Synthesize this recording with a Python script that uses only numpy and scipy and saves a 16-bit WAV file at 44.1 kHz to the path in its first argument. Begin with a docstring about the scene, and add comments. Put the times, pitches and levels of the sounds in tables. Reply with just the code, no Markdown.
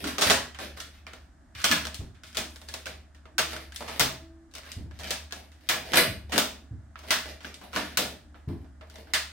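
"""Sliding a printer's paper tray

A hand slides the plastic paper tray of a desk printer in and out. Catches click: short pushes become cracks of noise.
The tray scrapes and rattles on: noise breaks into uneven grains. The desk thuds: low rings under a dull rumble.
A metal spring rings thinly, a faint tone comes from far away and an appliance hums low, as plain sine waves.
A small hard-walled room answers tray and desk with fading noise, over a bed of steady, coloured noise."""
import sys
import numpy as np
from scipy import signal
from scipy.fft import rfft, irfft, next_fast_len
from scipy.io import wavfile
from scipy.ndimage import uniform_filter1d, map_coordinates

SR = 44100
rng = np.random.default_rng(int(sys.argv[2]) if len(sys.argv) > 2 else 0)


def int16_out(signal):
    """Quantize to a 16-bit WAV file."""
    q = np.round(np.clip(np.atleast_2d(signal).T, -1, 1) * 32767)
    wavfile.write(sys.argv[1], SR, q.astype(np.int16))


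N = 411012  # length of the scene in samples


def amp(db):
    """Turn dB into gain."""
    return 10 ** (np.asarray(db) / 20)


def unit(x):
    """Scale x to an average (rms) level of 1."""
    return x / np.sqrt(np.mean(x ** 2) + 1e-20)


def along(points, hz):
    """Read a curve of (frequency, value) points, with frequency on a log axis."""
    point_hz, values = np.transpose(points)
    return np.interp(np.log(hz + 1), np.log(point_hz + 1), values)


def wobble(rate):
    """A smooth random curve with `rate` new random points a second."""
    points = rng.standard_normal(int(N * rate / SR) + 4)
    return map_coordinates(points, [np.arange(N) * rate / SR])


def filtered(x, response):
    """Multiply the spectrum of x by a response that depends on frequency."""
    size = next_fast_len(x.shape[-1] + SR // 8)
    spectrum = rfft(x, size) * response(np.fft.rfftfreq(size, 1 / SR))
    return irfft(spectrum, size)[..., :x.shape[-1]]


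def band(x, lo_hz, hi_hz):
    """Keep one frequency band, without looking ahead in time."""
    return signal.sosfilt(signal.butter(2, [lo_hz, hi_hz], "bandpass", fs=SR, output="sos"), x)


# How alike left and right are: (frequency [Hz], likeness [0 to 1])
LEFT_RIGHT_LIKENESS = [(50, 0.83), (250, 0.92), (500, 0.7), (1000, 0.084), (2000, 0.8), (4000, 0.027),
                       (12000, 0.031)]


def paired(noise, colour):
    """Mix two noises into left and right, whose likeness depends on frequency."""
    def mid_and_side(hz):
        angle = np.arccos(np.clip(along(LEFT_RIGHT_LIKENESS, hz), -1, 1)) / 2
        return colour(hz) * [np.cos(angle), np.sin(angle)]
    mid, side = filtered(noise, mid_and_side)
    return np.array([mid + side, mid - side])


# Colour of the room tone: (frequency [Hz], relative level per Hz [dB])
ROOM_TONE_COLOUR = [(12, -44.5), (20, -23.5), (53, 1), (81, -3), (120, -16), (300, -10), (450, -33),
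                    (640, -19), (980, -26.5), (1700, -24), (2500, -39.5), (8000, -39), (11000, -49),
                    (16000, -63)]


def air():
    """Room tone: coloured noise whose level drifts a little."""
    noise = rng.standard_normal((2, N))
    room_tone = unit(paired(noise, lambda hz: amp(along(ROOM_TONE_COLOUR, hz))))
    return amp(-57 + 0.53 * wobble(1.5)) * room_tone


# Slow chance rise and fall of the low hum, under a quicker random waver: (time [s], rms level [dB])
HUM_LEVEL = [(0.0, -55), (0.34, -50.5), (1.53, -58), (1.89, -46), (2.18, -52), (2.86, -51.5), (3.37, -54.5),
             (3.58, -50), (4.18, -49.5), (4.46, -56.5), (4.93, -47), (5.76, -56.5), (6.23, -44),
             (6.51, -52.5), (8.85, -52.5), (9.32, -48.5)]


def hum():
    """The appliance: a low sine whose pitch and level waver."""
    pitch_hz = 72.9 + 1.07 * wobble(8.9)
    level_db = np.interp(np.arange(N) / SR, *np.transpose(HUM_LEVEL)) + 2.4 * wobble(13)
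    return np.sqrt(2) * amp(level_db) * np.sin(2 * np.pi * np.cumsum(pitch_hz) / SR)


# A faint low tone from far away: (start [s], length [s], pitch [Hz], rms level before it sags [dB])
FAR_TONES = [(3.347, .38, 327, -52), (4.21, 0.33, 329, -52)]


def far_tone():
    """A faint sine that swells in, sags slowly and fades out."""
    attack_s, release_s, sag_db_per_s = 0.022, 0.064, 17.5
    t, out = np.arange(N) / SR, np.zeros(N)
    for start, length, hz, db in FAR_TONES:
        shape = np.clip(np.minimum((t - start) / attack_s, (start + length - t) / release_s), 0, 1)
        level = np.sqrt(2) * amp(db - sag_db_per_s * np.clip(t - start, 0, length))
        out += shape * level * np.sin(2 * np.pi * hz * t)
    return out


# A metal spring left ringing: (time [s], pitch [Hz], starting level [dB], time to fall by 60 dB [s])
SPRING_RINGS = [(3.994, 654, -41.5, 0.92), (3.998, 1205, -67.5, 0.56)]


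def spring():
    """The thin ring of the spring: sines that die away evenly in dB."""
    t, out = np.arange(N) / SR, np.zeros(N)
    for start, hz, db, t60 in SPRING_RINGS:
        fade = amp(db - 60 * np.clip(t - start, 0, None) / t60) * (t > start)
        out += fade * np.sin(2 * np.pi * hz * t)
    return out


# Soft blows into the desk: (time [s], level [dB], pitch [Hz], rumble against the ring [dB])
DESK_BLOWS = [(0.028, -38, 78, 7.5), (0.265, -25.5, 102, -3.5), (1.556, -37, 95, -27), (1.697, -32, 75, 4),
              (1.992, -25.5, 83, -13.5), (2.381, -40, 72.7, 4), (4.007, -24.5, 129.5, -8.5),
              (4.766, -25, 83, -10.5), (4.839, -32.5, 102, -11.5), (5.934, -29, 163, -12),
              (6.083, -25, 98, -14), (6.328, -36, 83.4, 8), (6.709, -27, 99.2, -17.5),
              (7.763, -35.5, 163, 5), (8.475, -20, 100, -12), (8.488, -23, 89.2, -8)]


def thuds():
    """A soft blow rings the desk top low, with a duller rumble swelling above."""
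    out, t = np.zeros(N + SR), np.arange(SR // 2) / SR
    for time, db, hz, rumble_db in DESK_BLOWS:
        ring = np.sin(2 * np.pi * hz * t) * amp(-60 * t / 0.097) * (1 - np.exp(-t / 0.002))
        noise = rng.standard_normal(len(t))
        dull = unit(band(band(noise, 170, 360), 170, 360))
        rumble = dull + amp(-19.5) * unit(band(noise, 590, 1000))
        swell = amp(rumble_db - 60 * t / 0.23) * (1 - np.exp(-t / 0.017))
        out[round(time * SR):][:len(t)] += amp(db) * (ring + rumble * swell)
    return band(out[:N], 45, 3000)


# Resonances of tray and casing: (pitch [Hz], width [Hz], relative level [dB])
SHELL_RESONANCES = [(240, 47, -8.5), (634.2, 31, 5.5), (1340, 15, -40.5), (1695, 46, 2), (3080, 14, -27.5),
                    (3537, 51, 1.5), (8630, 870, -11.5)]
# Colour that the plastic gives to sound: (frequency [Hz], level [dB])
PLASTIC_COLOUR = [(100, 4.5), (300, 0), (700, 3.5), (1500, 3), (3000, -0.5), (5000, -2.5), (8000, -7.5),
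                  (11000, -7.5), (14000, 0), (16500, 1)]


def shell(x, ring_db):
    """The plastic body: a smooth causal colour with the resonances on top."""
    def response(f):
        # folding the cepstrum makes the colour answer only after the push, never before it
        cepstrum = irfft(np.log(amp(along(PLASTIC_COLOUR, f))))
        half = len(cepstrum) // 2
        cepstrum[1:half] *= 2
        cepstrum[half + 1:] = 0
        colour = np.exp(rfft(cepstrum))[:len(f)]
        modes = 0
        for k, (hz, width, db) in enumerate(SHELL_RESONANCES):
            resonance = 1j * f * width / (hz * hz - f * f + 1j * f * width)
            modes = modes + (-1) ** k * amp(db) * resonance
        return colour * (1 + amp(ring_db) * modes)
    return filtered(x, response)


# Scrapes and rattly after-sounds of the tray, each growing or fading evenly, at relative levels:
# (start [s], end [s], first level [dB], last level [dB], hollow part [dB], sharp part [dB])
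TRAY_SCRAPES = [(0, 0.032, -29, -42, 1, -7), (0.037, 0.174, -41, -46.5, -6.5, -10.5),
                (0.192, 0.213, -35.5, -24.5, -10.5, -5), (0.237, 0.283, -23, -24.5, -6.5, -10),
                (0.602, 0.742, -35, -61, -1, -14.5), (0.765, 0.808, -44, -38, -6.5, -11.5),
                (0.822, .91, -39, -63, -4.5, -12), (0.928, 0.998, -48, -64, -15, -14),
                (1.077, 1.278, -45, -75, -5, -14), (1.548, 1.623, -44.5, -34, -12.5, -15.5),
                (1.621, 1.634, -35.5, -19.5, -5.5, -10), (1.638, 1.739, -21, -33.5, -13, -11.5),
                (1.737, 1.94, -38.5, -54, -5.5, -13), (2.244, 2.339, -56, -59, -16, -8.5),
                (2.506, 2.669, -58.5, -64.5, -13, 1.5), (2.68, 2.734, -58, -49, -0.5, -3),
                (2.757, 2.835, -47.5, -62, -4, -7), (2.867, 2.995, -39.5, -74, 0, -17),
                (3.479, 3.687, -37.5, -60, -3.5, -11.5), (3.736, 3.81, -50.5, -46.5, -6.5, -3),
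                (3.814, 3.875, -41, -46, 0, -13), (3.865, 3.919, -44, -35, -7, -13),
                (3.923, 3.992, -37.5, -44.5, -2, -10.5), (4.541, 4.624, -45, -68, -5, -8.5),
                (4.646, 4.8, -47, -63.5, -7, -10.5), (4.924, 5.103, -59, -33, -3.5, -16),
                (5.359, 5.498, -47.5, -78.5, 2, -9.5), (5.52, 5.68, -70.5, -52.5, -4, -13.5),
                (5.7, 5.838, -37.5, -48.5, 3.5, -13.5), (5.842, 5.941, -47.5, -30.5, 0, -14.5),
                (5.954, 5.974, -19, -20, -5.5, -7.5), (5.98, 6.014, -15.5, -36.5, -4.5, -11.5),
                (6.289, 6.322, -52.5, -29.5, 3.5, -15), (6.325, 6.373, -27, -26, -1.5, -13),
                (6.959, 7.025, -52.5, -51, -9, -16), (7.032, 7.111, -57.5, -29.5, -2.5, -11),
                (7.255, 7.397, -37.5, -73, -2.5, -17), (7.444, 7.529, -38.5, -71.5, -3, -20.5),
                (7.537, 7.701, -58.5, -56.5, 2.5, -9), (7.709, 7.761, -53, -29.5, -6, -12),
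                (7.762, 7.86, -30, -43, -4.5, -12), (7.86, 7.958, -37, -50, -4, -14.5),
                (7.984, 8.188, -32.5, -66, 1, -8.5), (8.357, 8.425, -60, -78.5, 4, -12),
                (8.48, 8.647, -57, -73, 5, -9.5), (8.821, 8.887, -53.5, -68.5, 2, -13.5),
                (8.907, 9.001, -59, -54, 4, -9.5), (9.0, 9.113, -68, -58, 5, -12)]


def scrape():
    """Stick and slip: noise broken into grains of very uneven size; left, right and the feed to the room."""
    t, gains = np.arange(N) / SR, np.zeros((3, N))  # gain of the middle, hollow and sharp parts
    for start, end, first_db, last_db, hollow_db, sharp_db in TRAY_SCRAPES:
        at = slice(round(start * SR), round(end * SR))
        level_db = np.interp(t[at], [start, end], [first_db, last_db])
        gains[:, at] += amp(level_db + np.array([[0], [hollow_db], [sharp_db]]))
    gains = uniform_filter1d(gains, size=300)  # rounds off the start and end of each sound

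    grip = amp(5.46 * wobble(350) + 4 * wobble(70) + 1.4 * wobble(12))
    # sudden slips stand out of the rubbing
    slips_per_s, slip_db, slip_spread_db, slip_t60_s = 140, 4, 5, 0.012
    slips = (rng.random(N) < slips_per_s / SR) * amp(slip_db + slip_spread_db * rng.uniform(-1, 1, N))
    slip_fade = amp(-60 * t[:SR // 20] / slip_t60_s)
    grip = grip * (1 + signal.fftconvolve(slips, slip_fade)[:N])

    noise = paired(rng.standard_normal((2, N)), np.ones_like)
    rub = shell(grip * noise, ring_db=4)
    hollow = unit(band(rub, 160, 900))
    middle = unit(band(rub, 1000, 7000))
    sharp = unit(band(rub, 6500, 11500))
    left, right = (gains[0] * middle + gains[1] * hollow + gains[2] * sharp) / 2
    return np.array([left, right, left])


# Contacts of tray, catches and fingernails, before the drive below sets the level of each register:
# (time [s], push [dB], hollowness [dB], brightness [dB], pan left-right [dB], panel pitch [Hz],
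#  crack over room [dB])
CONTACTS = [(.0414, -16.5, -7, -11, -2.5, 1410, 1.5), (.0744, -17.5, -8, -10, 1.5, 2040, 0.5),
            (.1468, -38, 5.5, -4, -1.5, 1896, 0.5), (.1825, -13.5, 0.5, -8, -1, 1230, 1.5),
            (.2115, -6, -10, -6, 0.5, 1200, -5), (.2214, -6, -5.5, -8, -5.5, 1260, 0.5),
            (.2989, -1, -5.5, -6.5, -4, 1940, -3), (.3061, -13.5, 1, -15, -5.5, 2000, 9),
            (.5464, -24.5, -20, -18, -5, 3150, 1.5), (.5877, -21, -2.5, -12.5, -2.5, 1790, -1),
            (.7694, -28.5, -3, -10, -1.5, 1440, -6.5), (.8024, -27.5, -15, -3, -.5, 1430, 3.5),
            (1.0669, -23.5, -14, -21, -1, 2380, 4.5), (1.1339, -31.5, -3, -13.5, 0.5, 1420, 6),
            (1.5506, -27, -19, -14.5, -6, 2930, -4), (1.5774, -25, -17, -10.5, -4, 1620, -5.5),
            (1.617, -39.5, -23.5, 4.5, 0, 1700, 5), (1.6428, -4.5, -13, -7.5, 0, 1460, 2),
            (1.7137, -1, -18.5, -12, 1, 1730, -.5), (1.8519, -25, -8, -11, 3, 1410, 10),
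            (1.8694, -26, -8.5, -7.5, -2, 1590, 7.5), (1.944, -32, -12.5, 0.5, 5.5, 3070, 2),
            (2.146, -37.5, -18.5, -16.5, -6, 1650, -4.5), (2.2352, -29, -21.5, -11.5, 1, 1500, 1),
            (2.2676, -42.5, -21.5, 0.5, 6, 3070, -6), (2.329, -44.5, -18, -4.5, 1, 1710, 5),
            (2.3473, -20.5, -16.5, -10.5, 0.5, 1420, -4), (2.37, -14.5, -6, -4.5, 3, 2530, 1),
            (2.5592, -37.5, -8, -6, 1.5, 1600, 7), (2.616, -37.5, -1, -8, -1, 2760, 3.5),
            (2.6795, -37.5, -17, -0.5, 0, 1740, -10.5), (2.6868, -32, -6, -4, 0.5, 1700, 5),
            (2.7393, -25.5, -2.5, -4.5, .5, 2630, 6), (2.8571, -20.5, -9, -12, 2, 2720, 1),
            (2.868, -27, -19, -14.5, -6.5, 1525, 10.5), (3.1473, -40.5, -11, -13, -1.5, 1850, 3),
            (3.255, -36.5, -0.5, -21, -2.5, 1260, 5), (3.3816, -4, -21.5, -10, 1.5, 1550, 0),
            (3.3883, -16, -9, -25, -2.5, 1640, 11.5), (3.3942, -12.5, -7, -10, -3, 1455, 7),
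            (3.5321, -22, -3.5, -12, -11, 1400, -1), (3.564, -24, -19, -15.5, 2.5, 1500, 6),
            (3.7215, -33, -23, -10.5, -1, 1600, 5), (3.7606, -39, -22, 7, 3.5, 1770, 7),
            (3.8067, -26.5, 6.5, -12, 3, 1400, 2), (3.8239, -34, -15, -12.5, -1.5, 1420, 7.5),
            (3.8786, -16.5, -4.5, -13.5, -1.5, 1320, -6), (3.9956, -5.5, -5.5, -7, 6.5, 2120, -1),
            (4.0068, -9.5, -8, -8, 4.5, 1430, 3.5), (4.5126, -53, -14, -2, 0.5, 1620, 2),
            (4.5381, -40.5, -3, -1, 1, 1710, 2.5), (4.5515, -28.5, -9, -6.5, 5, 2250, 2),
            (4.5825, -34, -8, -12.5, 6.5, 2260, 7), (4.6334, -32, -12, -16.5, 0, 1720, 1.5),
            (4.6638, -31.5, -7, -14.5, -2, 1640, -1), (4.7173, -41.5, -26, 7, 1.5, 2720, 7),
            (4.9105, -36.5, -9, -18.5, -3.5, 1640, 4.5), (4.9897, -37.5, 3, -4, 5, 1700, 2),
            (4.997, -33.5, 6.5, -3, 0, 2010, -0.5), (5.1065, -15, -6.5, -5, 2.5, 2690, 3),
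            (5.3088, -31.5, -23, -13.5, 2.5, 1680, 2), (5.3233, -25.5, -5, -6.5, 0, 1670, 6),
            (5.5179, -41, -13, -9, 1, 2050, 0), (5.6888, -2, -16, -12, 6, 2500, -4),
            (5.9342, -2, -7, -12.5, -3.5, 1650, -3), (5.9757, -7, -6, -14, 2.5, 1670, 5.5),
            (6.321, -9, -10, -12, -6, 1930, -5), (6.36, -15, -13, -11.5, -6, 1550, 3),
            (6.3788, -6.5, -4.5, -6, 6, 1510, .5), (6.9566, -27, -21, -30, -4, 1310, 5),
            (6.99, -35, -8, -12.5, 6.5, 1330, 3.5), (7.0299, -29.5, -3, -15.5, 5, 1580, -10),
            (7.1062, -.5, -18, -11.5, 2.5, 2056, -2.5), (7.4058, -29, -12, -16, -1, 3160, -2),
            (7.4315, -32.5, -21, -13, 5.5, 1720, -3), (7.446, -22, -14.5, -29.5, 1.5, 1585, 7),
            (7.5423, -36, -21, -3, -1.5, 3120, 6.5), (7.6131, -30, -0.5, -17.5, 5.5, 1580, -2.5),
            (7.7308, -17, -7.5, -17.5, -0.5, 1400, -4.5), (7.7614, -17.5, -3.5, -16.5, 3, 1470, 9.5),
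            (7.7657, -8, -5.5, -14.5, -9, 1830, -11), (7.972, -7.5, -10, -6.5, 5.5, 1464, 1),
            (8.3439, -33, -4, -33, -1.5, 1370, 0), (8.4806, -34.5, 1, -38, -9, 1830, -16),
            (8.6442, -46, 1, -17, -12, 1550, 0), (8.8103, -32.5, 0, -21.5, -5, 1400, 2),
            (8.8985, -40, -14, -6.5, 2.5, 1450, 3.5), (8.9572, -35, -10, -9, -0.5, 2110, 4),
            (9.0704, -36, -5, -25, -12, 1580, -2.5), (9.1357, -3.5, -20, -8.5, -2, 2100, -1.5)]
# Knock, box, body, tick, edge and sparkle: (low edge [Hz], high edge [Hz])
CLICK_REGISTERS = [(130, 450), (450, 1100), (1100, 3000), (3000, 7000), (7000, 11000), (11000, 19000)]
# Part of a crack that both microphones share, one value per register: (weight [ratio])
SHARED_CRACK = [0.5, 11, 0.1, 0.083, 0.22, 0.34]
# Each register has its own drive, which balances knock, box, body, tick, edge and sparkle; hard pushes and
# those facing the left microphone sparkle more. 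One row per register: (drive [dB], change per dB of
# push [dB/dB], of hollowness [dB/dB], of brightness [dB/dB], of pan [dB/dB])
REGISTER_DRIVE = [(14, 1, 0.75, 0, 0), (17.1, 1, 0.96, 0.11, 0), (10.2, 1, 0.029, 0, 0),
                  (22.94, 1, 0.05, 0.93, 0.21), (18.1, 1, 0, 1.165, 0.099), (8.9, 1.16, 0.057, 0.85, 0.95)]
# Treble is aimed more than bass, one value per register: (share of the pan [ratio])
REGISTER_PAN = [.3, .6, .8, 1.1, 1.4, 1.6]


def crack_noise(t, pan_db, crack_db):
    """Nearby surfaces scatter a push into noise that differs from ear to ear; one pair per register."""
    noise = rng.standard_normal((3, len(t)))
    bounces = rng.standard_normal(len(t) // 60 + 1)
    rattle = amp(2.8 * np.repeat(bounces, 60)[:len(t)])  # loose parts chatter in uneven small impacts
    snap = amp(11 - 60 * t / 0.005)  # the first instant of a contact stands over the crack
    fall = snap + amp(-60 * t / 0.04) + rattle * amp(-11 - 60 * t / 0.14)
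    fall = fall * (1 - np.exp(-t / 0.0004))
    crack = (noise[:2] + np.multiply.outer(SHARED_CRACK, noise[2:])) * fall
    crack = crack / np.linalg.norm(crack, axis=2)[..., None]
    pan = np.multiply.outer(REGISTER_PAN, [[pan_db / 2], [-pan_db / 2]])
    return crack * amp(crack_db + pan)


def clicks():
    """Each contact is one sharp push, heard as a crack with two short rings; left, right and room feed."""
    t = np.arange(SR // 20) / SR
    parts = np.zeros((len(CLICK_REGISTERS), 3, N + SR))  # left crack, right crack, bare push for the room
    for time, db, hollow_db, bright_db, pan_db, hz, crack_db in CONTACTS:
        start = round(time * SR)
        gains = amp(np.dot(REGISTER_DRIVE, [1, db, hollow_db, bright_db, pan_db]))
        crack = crack_noise(t, pan_db, crack_db)
        parts[:, :2, start:][..., :len(t)] += gains[:, None, None] * crack
        parts[:, 2, start] += gains
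        # the panel that was touched rings briefly, and a small tab rings higher
        panel = np.sin(2 * np.pi * hz * t) * amp(db - 16.5 - 60 * t / 0.027)
        tab_hz = rng.uniform(3000, 7000)
        tab = np.sin(2 * np.pi * tab_hz * t) * amp(db + bright_db - 1 - 60 * t / 0.011)
        parts[3, :, start:][:, :len(t)] += tab * amp([[crack_db], [crack_db], [-12]])
        parts[2, :, start:][:, :len(t)] += panel * amp([[crack_db], [crack_db], [-9]])
    mix = np.zeros((3, N))
    for k, edges in enumerate(CLICK_REGISTERS):
        mix += (-1) ** k * band(parts[k, :, :N], *edges)  # every other register is flipped
    return shell(mix, ring_db=6.0)


# How long the room rings: (frequency [Hz], time to fall by 60 dB [s])
ROOM_DECAY = [(80, 0.64), (260, 0.33), (700, 0.38), (1840, 0.37), (4850, 0.36), (12800, 0.31)]


def room(x):
    """Each frequency dies at its own speed; the tray moves, so every stretch gets a new tail."""
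    step, delay = SR * 2 // 5, 200  # samples
    out = np.zeros((2, N + 2 * SR))
    for at in range(0, N, step):
        hz, t, grains = signal.stft(rng.standard_normal((2, SR // 2)), SR, nperseg=128)
        fade = amp(-60 * t / along(ROOM_DECAY, hz)[:, None])
        fading_noise = signal.istft(grains * fade, SR, nperseg=128)[1]
        tail = paired(fading_noise, np.ones_like)
        wet = signal.fftconvolve(x[None, at:at + step], tail / np.linalg.norm(tail[0]), axes=1)
        out[:, at + delay:][:, :wet.shape[1]] += wet
    return out[:, :N]


def scene():
    """Tray and desk, direct and through the room, over the background."""
    background = air() + hum() + far_tone() + spring()
    desk = thuds()
    tray = scrape() + clicks()
    echo = amp(4.0) * room(tray[2] + amp(-5) * desk)
    return background + desk + tray[:2] + echo


def record(dry):
    """The right microphone hears less treble; nothing is kept above the band limit."""
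    top_hz, slope_hz = 16000, 400  # middle and width of the slope at the band limit
    tilt_points = [(400, 0.03), (1200, -1.1), (2500, -0.37), (8000, 1.0), (14000, 0.98)]  # (Hz, dB)

    def response(hz):
        tilt_db = along(tilt_points, hz)
        kept = np.clip((top_hz + slope_hz / 2 - hz) / slope_hz, 0, 1)
        return amp([tilt_db, -tilt_db]) * np.sin(np.pi / 2 * kept) ** 2
    return filtered(dry, response)


dry = scene()
out = record(dry)
int16_out(out)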